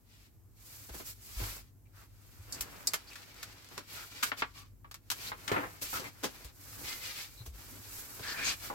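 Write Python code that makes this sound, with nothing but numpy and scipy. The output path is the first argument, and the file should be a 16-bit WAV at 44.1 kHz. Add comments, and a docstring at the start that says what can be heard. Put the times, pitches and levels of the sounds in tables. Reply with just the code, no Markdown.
"""A small room, where a glossy magazine lies on a table close to two microphones.
Hands slide it into place, lift the stiff cover, bend it over and smooth it down. Stick-slip friction
makes skin hiss on the gloss and paper drag on the table. Buckling makes the sheet snap and flap,
and its edge ticks; each impulse excites damped modes. The hands bump the table top into low
vibration, over quiet air and a faint mains hum."""
import sys
import numpy as np
from scipy import signal
from scipy.fft import rfft, irfft, next_fast_len
from scipy.io import wavfile
from scipy.ndimage import uniform_filter1d

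SR = 44100
rng = np.random.default_rng(int(sys.argv[2]) if len(sys.argv) > 2 else 0)


def store_wav(level_fs):
    """Save 16-bit WAV to argv[1]."""
    pcm = np.round(np.clip(np.atleast_2d(level_fs), -1, 1) * 32767)
    wavfile.write(sys.argv[1], SR, pcm.T.astype(np.int16))


N = 385786
TIME = np.arange(N) / SR
BODY_HZ, CRISP_HZ = 1135, 1980   # body tilts the two octaves below the first, crispness all above the second


def from_db(db):
    """Amplitude ratio of a level in decibels."""
    return 10 ** (np.asarray(db) / 20)


def unit_energy(x):
    """Normalisation of each channel to the energy of a unit impulse."""
    return x / np.sqrt(np.sum(x ** 2, axis=-1, keepdims=True) + 1e-20)


def panned(x, pan_db):
    """Level difference between the channels: pan is left minus right."""
    return x * from_db([[pan_db / 2], [-pan_db / 2]])


def add(out, s, sound):
    """Superposition of a sound that starts at time s."""
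    start = round(s * SR)
    out[:, start:start + sound.shape[-1]] += sound[..., :N - start]


def colour(x, spectrum, body_db=0, crisp_db=0):
    """Minimum-phase (causal) filtering by a spectrum whose ends are tilted in dB per octave."""
    size = 2 * next_fast_len(x.shape[-1] // 2 + 2048)
    hz = np.maximum(np.arange(size // 2 + 1) * SR / size, 1)
    points_hz, points_db = np.transpose(spectrum)
    db = np.interp(np.log(hz), np.log(points_hz), points_db)
    db += body_db * np.clip(np.log2(BODY_HZ / hz), 0, 2)
    db += crisp_db * np.maximum(np.log2(hz / CRISP_HZ), 0)
    cepstrum = irfft(np.log(from_db(db)))[:size // 2]
    cepstrum[1:] *= 2
    return irfft(rfft(x, size) * np.exp(rfft(cepstrum, size)))[..., :x.shape[-1]]


def wander(rate, size):
    """Random modulation: interpolated Gaussian values, rate new ones a second."""
    return np.interp(np.arange(size) * rate / SR, np.arange(size // 8), rng.standard_normal(size // 8))


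def stereo_noise(size, apart_hz=1300):
    """Coherence at spaced microphones: white noise, alike in the bass and unrelated in the treble."""
    mid, side = rng.standard_normal((2, size))
    lowpass = signal.butter(1, apart_hz, fs=SR)
    side = side - 0.21 * signal.lfilter(*lowpass, side)
    mid = mid + (np.sqrt(2) - 1) * signal.lfilter(*lowpass, mid)
    return np.array([mid + side, mid - side]) / np.sqrt(2)


# Spectrum of the room's background: (frequency [Hz], level [dB])
AIR_SPECTRUM = [(28, -68.5), (46, -30.5), (70, -43), (100, -36), (170, -51), (300, -52), (550, -64),
                (1000, -67), (3500, -78), (15000, -65)]


def room_air(hum_hz=100.2, hum_db=-65.5, swell_db=3, swells_per_s=2.8):
    """Ambient noise: hiss, rumble and mains hum, with slow amplitude modulation of the bass."""
    hum = from_db(hum_db) * np.sqrt(2) * np.sin(2 * np.pi * hum_hz * TIME)
    air = colour(stereo_noise(N), AIR_SPECTRUM) + hum
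    bass = signal.lfilter(*signal.butter(1, 200, fs=SR), air)
    return air + bass * (from_db(swell_db * wander(swells_per_s, N)) - 1)


def reverberation(x, t60=0.17, db=-14.5):
    """Absorption in a furnished room leaves a weak diffuse tail that decays exponentially."""
    t = TIME[:SR // 2]
    tail = stereo_noise(len(t)) * from_db(-60 * t / t60) * (t > .008)
    tail = signal.lfilter(*signal.butter(1, 7000, fs=SR), unit_energy(tail))
    return from_db(db) * signal.fftconvolve(x, tail, axes=1)[:, :N]


# Reflections from nearby surfaces such as the table top and the hands: (left delay [s], right delay [s], gain
# [ratio])
REFLECTIONS = [(.0073, .0061, .22), (.0127, .0143, -.17)]


def early_reflections(x):
    """Interference with delayed copies comb-filters the sound differently at each microphone."""
    out, gains = x.copy(), [1]
    for *delays, gain in REFLECTIONS:
        out += gain * np.array([np.pad(side, (round(s * SR), 0))[:N] for side, s in zip(x, delays)])
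        gains.append(gain)
    return out / np.linalg.norm(gains)


# Bearing of the moving paper: (time [s], lead of the left microphone [s])
LEFT_LEAD = [(1.4, -.0002), (4.2, .00018), (5.1, .00014), (5.5, .0004), (5.95, .00034), (6.25, .00006)]


def arrival_delay(x):
    """Path difference: the nearer microphone hears first, as the cover swings from right to left."""
    lead = np.round(SR * np.interp(TIME, *np.transpose(LEFT_LEAD))).astype(int)
    return np.array([x[0], x[1, np.clip(np.arange(N) - lead, 0, N - 1)]])


# Hands bump the table: (time [s], level [dB], frequency [Hz], T60 [s])
TABLE_BUMPS = [(0.907, -39.5, 59, 0.33), (1.368, -30.5, 48.3, 0.5), (1.415, -31, 100, 0.22),
               (2.396, -37, 90, .1), (2.601, -41, 53, 0.26), (5.517, -30, 106, 0.11),
               (5.935, -46.5, 83.5, 0.28), (6.449, -36.5, 59.3, 0.14), (6.832, -47, 75.4, 0.22),
               (7.403, -36, 112, 0.16), (7.474, -36, 68.5, 0.26), (7.535, -41, 55, 0.35),
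               (8.201, -34, 105, 0.062)]


def table_bumps(rise=0.0048):
    """Damped free vibration: a soft hand sets the table top swinging at one low frequency."""
    out, t = np.zeros((2, N)), TIME[:SR // 2]
    onset = 1 - np.exp(-(t / rise) ** 2)
    for s, db, hz, t60 in TABLE_BUMPS:
        add(out, s, from_db(db - 60 * t / t60) * onset * np.sin(2 * np.pi * hz * t))
    return out


def snap(t, rise, t60, click_share=0.18, sharp_s=0.003, grain_db=2.0):
    """Impulsive excitation: a click, stronger for a quick rise, then scattered bending waves."""
    envelope = np.minimum(t / max(rise, 1 / SR), 1) ** 2 * from_db(-60 * np.maximum(t - rise, 0) / t60)
    waves = unit_energy(stereo_noise(len(t)) * envelope * from_db(grain_db * wander(910, len(t))))
    click = np.sinc((t - .0003) * SR)
    share = np.clip(click_share * np.exp(-rise / sharp_s), 0, 1)
    return np.sqrt(share) * click + np.sqrt(1 - share) * waves


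def ringing(t, modes, rise):
    """Modal superposition: damped sinusoids, each with its own phase at each microphone."""
    decay_time = np.maximum(t - rise, 0)
    tones = 0
    for hz, db, t60 in modes:
        phase = 2 * np.pi * hz * t + np.pi * rng.random((2, 1))
        tones += from_db(db - 60 * decay_time / t60) * np.sin(phase)
    return tones * np.minimum(t / max(rise, 1 / SR), 1)


# Spectrum of a crack at the cover's edge: (frequency [Hz], level [dB])
EDGE_SPECTRUM = [(30, -31), (200, -28.5), (2500, -17), (3300, -30), (4500, 4), (5600, -4.5), (7800, 1.5),
                 (10000, -3), (15000, -9)]
# Modes of the edge: (frequency [Hz], level [dB], T60 [s])
EDGE_RESONANCES = [(3750, -43, .04), (4700, -40, .05), (5400, -38, .05), (6450, -41, .09),
                   (7900, -40, .055)]
# Ticks of the edge: (time [s], level [dB], T60 [s], pan [dB])
EDGE_TICKS = [(2.524, -3, 0.13, -1), (2.546, -12, .08, 3), (2.8717, 9, 0.051, 0)]


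def edge_ticks(rise=0.00067):
    """Impulse response of the stiff edge: a bright crack leaves high modes ringing briefly."""
    out, t = np.zeros((2, N)), TIME[:SR // 3]
    for s, db, t60, pan_db in EDGE_TICKS:
        tick = colour(snap(t, rise, t60), EDGE_SPECTRUM) + ringing(t, EDGE_RESONANCES, rise)
        add(out, s, from_db(db) * panned(tick, pan_db))
    return out


# Spectrum of a snap in the sheet: (frequency [Hz], level [dB])
SHEET_SPECTRUM = [(25, -44), (170, -16.5), (270, -12), (430, -7.5), (700, -7.5), (1300, -3), (2000, -6),
                  (3000, -4.5), (4800, -3), (15000, -6)]
# Modes of the bent sheet: (frequency / ring pitch [ratio], level [dB], T60 [s])
BENT_SHEET_MODES = [(.82, -42, .07), (1, -36, .075), (1.13, -41, .06), (1.47, -44, .05), (2.05, -44, .04)]
# Mode of the stack of pages: (frequency [Hz], level [dB], T60 [s])
STACK_KNOCK = [(252.5, -57.5, 0.093)]


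def sheet_jolt(rise, t60, body_db, crisp_db, ring_hz, ring_db):
    """Transient response: the paper snaps, its curve rings hollow and the pages below knock."""
    t = TIME[:SR // 3]
    modes = [(ratio * ring_hz, db, decay) for ratio, db, decay in BENT_SHEET_MODES]
    hollow = from_db(ring_db) * ringing(t, modes, rise)
    crack = colour(snap(t, rise, t60), SHEET_SPECTRUM, body_db, crisp_db)
    return crack + hollow + ringing(t, STACK_KNOCK, rise)


def crinkles(start, end, db, count=18):
    """Local buckling: tiny kinks form at random times as the cover bends."""
    out, t = np.zeros((2, N)), TIME[:SR // 10]
    for when, size, side in rng.random((count, 3)):
        kink = colour(snap(t, rise=0, t60=.05), SHEET_SPECTRUM)
        add(out, start + when * (end - start), from_db(db) * (.5 + size) * panned(kink, 10 * (side - .5)))
    return out


# Fingers pat the pages flat: (time [s], level [dB], crispness [dB/octave], pan [dB])
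FINGER_PATS = [(0.888, -12, -2, 0), (0.939, -8, -5, -2), (0.996, -8.5, -7, -3), (1.397, -5, -8, 3),
               (1.411, -6, -9, -3), (5.816, -6, 3, 1.5), (5.992, -3.5, -1, 2), (6.23, 0.5, -1.5, 2.5),
               (6.2367, 7, -2.5, 0.5), (6.441, -15.5, 2, 2), (7.409, -20, -24, 5), (7.457, -14.5, 2, 0),
               (8.19, -8, -5, 2)]


def finger_pats():
    """Air displacement: soft fingers press a slow, full-bodied puff from under a page."""
    out = np.zeros((2, N))
    for s, db, crisp_db, pan_db in FINGER_PATS:
        puff = sheet_jolt(rise=0.0057, t60=0.12, body_db=8, crisp_db=crisp_db, ring_hz=1039, ring_db=-10)
        add(out, s, from_db(db) * panned(puff, pan_db))
    return out


# Kinks in the bent cover: (time [s], level [dB], body [dB/octave], crispness [dB/octave],
# ring pitch [Hz], ring level [dB], pan [dB])
COVER_KINKS = [(1.436, -3.5, -6, -3.5, 1170, -3, -4), (2.608, -4, -11, 4, 2610, -7, 3),
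               (2.9351, 4, -0.5, 0.5, 2120, -1, -1), (2.9416, 3, 1.5, -0.5, 1650, -3.5, 0),
               (3.156, -7.5, -11, -3, 1730, -1, 1), (3.4295, -3, -12, -1, 1515, -6, -1),
               (3.778, 0, 4, -3.5, 1190, -9.5, -1), (4.2274, 9.5, -9, -4, 1265, -6, 4.5),
               (4.232, 8, -7, -0.5, 1460, 2, -2.5), (4.912, -10.5, -4, -1.5, 1206, -7, 0.5),
               (4.942, -8, -4, -1.5, 1400, -14, 0), (5.1015, 4.5, -21, 0, 1390, -8, 2),
               (5.115, 3, -2.5, -0.5, 1390, -13, 1), (5.4784, 6, -13, -4.5, 1790, -9, 4),
               (5.517, 0, 10, -2.5, 1520, -5, -2)]


def cover_kinks(rise=0.00096, t60=0.072):
    """Snap-through buckling: the cover jumps through a small kink with a short, crisp crack."""
    out = np.zeros((2, N))
    for s, db, *timbre, pan_db in COVER_KINKS:
        add(out, s, from_db(db) * panned(sheet_jolt(rise, t60, *timbre), pan_db))
    return out


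# A wide part of the sheet flaps over or lands:
# (time [s], level [dB], rise [s], T60 [s], ring pitch [Hz], ring level [dB])
SHEET_FLAPS = [(4.3172, 10.5, 0.0004, 0.068, 1400, -8), (4.421, 15, 0.0005, 0.08, 1150, -8.5),
               (4.8448, -15.5, 0.00074, 0.15, 1130, 4.5), (5.318, 2.5, 0.00033, 0.12, 1040, -0.5),
               (5.485, 6.5, 0.011, 0.11, 1060, -14), (5.516, 12.5, 0.00095, 0.17, 413, -4.5),
               (5.533, 9, 0.012, 0.16, 1245, -4), (5.553, 14, 0.015, 0.2, 922, -7),
               (5.615, 6, 0.024, 0.18, 1040, -6.5), (5.927, 1, 0.0035, 0.092, 910, -2),
               (8.699, -4, 0.003, 0.37, 990, 7)]


def sheet_flaps(body_per_doubling=4.5, neutral_t60=0.1, dulling_per_s=457, top_hz=4040):
    """Radiation from a wide sheet: longer ringing goes with more body, slower contact with less treble."""
    out = np.zeros((2, N))
    for s, db, rise, t60, ring_hz, ring_db in SHEET_FLAPS:
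        body_db = body_per_doubling * np.log2(t60 / neutral_t60)
        crisp_db = -10.5 - dulling_per_s * rise
        add(out, s, from_db(db) * sheet_jolt(rise, t60, body_db, crisp_db, ring_hz, ring_db))
    return signal.lfilter(*signal.butter(2, top_hz, fs=SR), out)


# A dragged sheet or fingertip rasps: (start [s], end [s], level [dB], pitch [Hz], nominal width [Hz])
SLIDING_RASPS = [(1.852, 1.878, -72, 2400, 300), (1.92, 2.07, -64, 1450, 700),
                 (3.068, 3.103, -55, 4610, 400), (3.104, 3.14, -53, 2560, 346),
                 (3.94, 4.069, -51.5, 1400, 400), (4.528, 4.68, -62.5, 1143, 130),
                 (5.257, 5.299, -43, 4170, 1300), (5.93, 6.0, -40, 1348, 300),
                 (6.036, 6.084, -47, 2200, 600), (6.761, 6.87, -57.5, 330, 200),
                 (6.8, 7.17, -54.5, 2030, 70), (7.369, 7.437, -55.5, 4050, 177),
                 (7.69, 7.83, -57, 250, 130), (8.2, 8.54, -42.5, 1680, 500),
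                 (8.269, 8.345, -42.5, 4420, 1500), (8.35, 8.535, -40.5, 2380, 250),
                 (8.438, 8.507, -35.5, 6460, 1200), (8.452, 8.517, -39, 4580, 1000),
                 (8.699, 8.766, -46, 840, 298)]


def rasps(waver=0.0178, spread=0.63):
    """Friction drives one resonance of a free span of paper: narrow-band noise of straying pitch."""
    out = np.zeros((2, N))
    for start, end, db, hz, width in SLIDING_RASPS:
        size = max(round((end - start) * SR), 1024)
        lowpass = signal.butter(1, spread * width / 2, fs=SR, output="sos")
        amplitude = signal.sosfilt(lowpass, stereo_noise(size) + 1j * stereo_noise(size))
        pitch = hz * (1 + waver * wander(17.7, size))
        band = np.real(amplitude * np.exp(2j * np.pi * np.cumsum(pitch) / SR))
        add(out, start, from_db(db) * np.sqrt(size) * unit_energy(band) * signal.windows.tukey(size, .5))
    return out


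def hand_echo(x, gain=0.54):
    """Moving comb filter: the hand reflects the rubbing from a changing distance."""
    delays = [.0022 + .0004 * wander(7, N) for side in x]
    echo = np.array([np.interp(TIME - delay, TIME, side) for side, delay in zip(x, delays)])
    return (x + gain * echo) / np.sqrt(1 + gain ** 2)


# Resonances of the rubbed sheet: (frequency [Hz], bandwidth [Hz], gain [ratio])
SPAN_MODES = [(1300, 350, 0.058), (2300, 330, .15), (4630, 1100, 0.15)]


def free_spans(x, swing_db=5, changes_per_s=9):
    """Changing boundary conditions: resonances come and go as fingers pin and free spans of the sheet."""
    out = x.copy()
    for hz, width, gain in SPAN_MODES:
        swing = from_db(swing_db * np.tanh(wander(changes_per_s, N)))
        out += gain * swing * signal.lfilter(*signal.iirpeak(hz, hz / width, fs=SR), x)
    return out


# Strokes of the hands and the sliding sheet:
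# (start [s], speeding up [s], slowing down [s], skin level [dB], drag level [dB], shudder level [dB])
HAND_STROKES = [(0.03, 0.19, 0.081, -61, -54, -63), (0.55, 0.25, 0.14, -44.5, -52, -47.5),
                (0.91, 0.055, 0.1, -40, -46, -42), (1.035, 0.048, 0.058, -35.5, -45, -48),
                (1.16, 0.2, 0.1, -42, -47.5, -48.5), (1.35, 0.089, 0.19, -36, -38.5, -35),
                (1.929, 0.075, 0.082, -54, -56, -48), (2.04, 0.48, 0.08, -54.5, -56.5, -50),
                (2.44, 0.17, 0.092, -48, -46, -35.5), (2.62, 0.14, 0.27, -49.5, -49, -37.5),
                (2.9, 0.25, 0.34, -54.5, -47, -44.5), (3.33, 0.05, 0.48, -56, -48.5, -44),
                (3.69, 0.048, 0.12, -52.5, -45.5, -39.0), (3.86, 0.09, 0.2, -42.5, -39.5, -40.5),
                (4.09, 0.06, 0.17, -49, -42.5, -43), (4.239, 0.025, 0.05, -36.5, -35, -35),
                (4.364, 0.028, 0.04, -42.5, -34, -36), (4.53, 0.048, 0.065, -51, -44, -45.5),
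                (5.1, 0.18, 0.046, -40, -38, -37.5), (5.3, 0.25, 0.31, -46, -47.5, -37),
                (5.47, 0.061, 0.18, -52.5, -57, -31), (5.809, 0.016, 0.11, -34.5, -38, -38.5),
                (5.87, 0.082, 0.054, -32.5, -34.5, -50), (5.925, 0.038, 0.042, -38, -33, -26),
                (5.99, 0.062, 0.06, -45, -42, -30), (6.04, 0.33, 0.18, -50.5, -48.5, -44),
                (6.509, 0.44, 0.14, -40, -47, -39), (6.825, 0.048, 0.13, -41, -33, -55),
                (6.969, 0.11, 0.093, -40.5, -36, -43), (7.12, 0.085, 0.098, -41.5, -36, -43),
                (7.2, 0.15, 0.2, -50, -55.5, -51.5), (7.52, 0.08, 0.22, -46, -46.5, -43),
                (7.55, 0.54, 0.9, -41.5, -50.5, -41.5), (7.89, 0.086, 0.06, -38, -50.5, -50),
                (8.21, 0.094, 0.069, -50, -31, -39.5), (8.35, 0.08, 0.11, -52, -31.5, -31),
                (8.432, 0.049, 0.076, -39, -22.5, -32), (8.589, 0.065, 0.069, -38, -36.5, -34.5)]


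def stroke_gains(creep_s=0.22, creep_db=-11.5, creep_limit_db=-40):
    """Friction amplitude follows sliding speed; overlapping strokes add in power."""
    power = np.zeros((3, N))
    for start, rise, fall, *levels_db in HAND_STROKES:
        during = (TIME > start) & (TIME < start + rise + fall)
        speed = np.sin(np.pi / 2 * np.interp(TIME[during] - start, [0, rise, rise + fall], [0, 1, 0]))
        power[:, during] += np.outer(from_db(levels_db), speed) ** 2
    # the fingers creep on lightly before and after each stroke
    creep = uniform_filter1d(np.minimum(power, from_db(creep_limit_db) ** 2), round(creep_s * SR), axis=1)
    return np.sqrt(power + from_db(creep_db) ** 2 * np.abs(creep))


def friction(spectrum, gain, slips_per_s, slip_share, judder_hz, judder_db):
    """Stick-slip friction: a wash of tiny slips and some larger ones, modulated by an uneven grip."""
    slips = np.sqrt(N) * unit_energy((rng.random(N) < slips_per_s / SR) * stereo_noise(N))
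    force = np.sqrt(1 - slip_share) * stereo_noise(N) + np.sqrt(slip_share) * slips
    grip = from_db(judder_db * wander(judder_hz, N))
    return colour(force * gain * grip, spectrum)


# Friction spectra of skin on gloss, dragged paper and the shuddering sheet: (frequency [Hz], level [dB])
SKIN_SPECTRUM = [(100, -8.5), (700, -21), (2000, -14.5), (3300, -15.5), (5000, -7), (10000, -2.5),
                 (15000, -0.5)]
DRAG_SPECTRUM = [(100, -25.5), (700, -15), (1300, -8), (1700, -6.5), (2300, -2), (3100, -4), (4600, -3),
                 (7000, -9), (10000, -10.5), (15000, -21)]
SHUDDER_SPECTRUM = [(25, -45), (70, 1.5), (180, -6), (270, -3), (620, -8), (1000, -6.5), (1450, -5),
                    (2500, -12.5), (6000, -35), (15000, -31)]


def rubbing():
    """Sliding friction: skin hisses on gloss, paper drags on paper and table, and the sheet shudders."""
    skin_gain, drag_gain, shudder_gain = stroke_gains()
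    skin = friction(SKIN_SPECTRUM, skin_gain,
                    slips_per_s=2500, slip_share=0.13, judder_hz=87.4, judder_db=1.34)
    drag = friction(DRAG_SPECTRUM, drag_gain,
                    slips_per_s=1500, slip_share=0.2, judder_hz=45.16, judder_db=2.5)
    shudder = friction(SHUDDER_SPECTRUM, shudder_gain,
                       slips_per_s=600, slip_share=0.35, judder_hz=79.1, judder_db=2.0)
    return free_spans(hand_echo(skin + drag)) + shudder


def scene():
    """Superposition of the paper, its reflections, the table and the ambient noise."""
    paper = rubbing() + crinkles(start=2.65, end=3.7, db=-22) + rasps()
    paper = paper + cover_kinks() + sheet_flaps() + finger_pats() + edge_ticks()
    paper = early_reflections(arrival_delay(paper))
    return paper + reverberation(paper) + table_bumps() + room_air()


# Difference between the microphones: (frequency [Hz], left minus right [dB])
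MIC_BALANCE = [(120, 1), (250, 3), (500, -1), (1200, 1), (4500, 2), (8500, -1), (13000, -3)]
# Response common to both: (frequency [Hz], level [dB])
MIC_RESPONSE = [(7800, -0.5), (9000, -5.5), (10500, -5), (12000, -0.5), (16000, -7)]


def record(dry, cutoff_hz=16100):
    """Frequency response: each microphone has its own colour, both dip in the treble; the top is cut."""
    sides = [colour(x, [(hz, sign * db / 2) for hz, db in MIC_BALANCE]) for x, sign in zip(dry, (1, -1))]
    lowpass = signal.ellip(12, .1, 80, cutoff_hz, fs=SR, output="sos")
    return signal.sosfilt(lowpass, colour(np.array(sides), MIC_RESPONSE))


dry = scene()
out = record(dry)
store_wav(out)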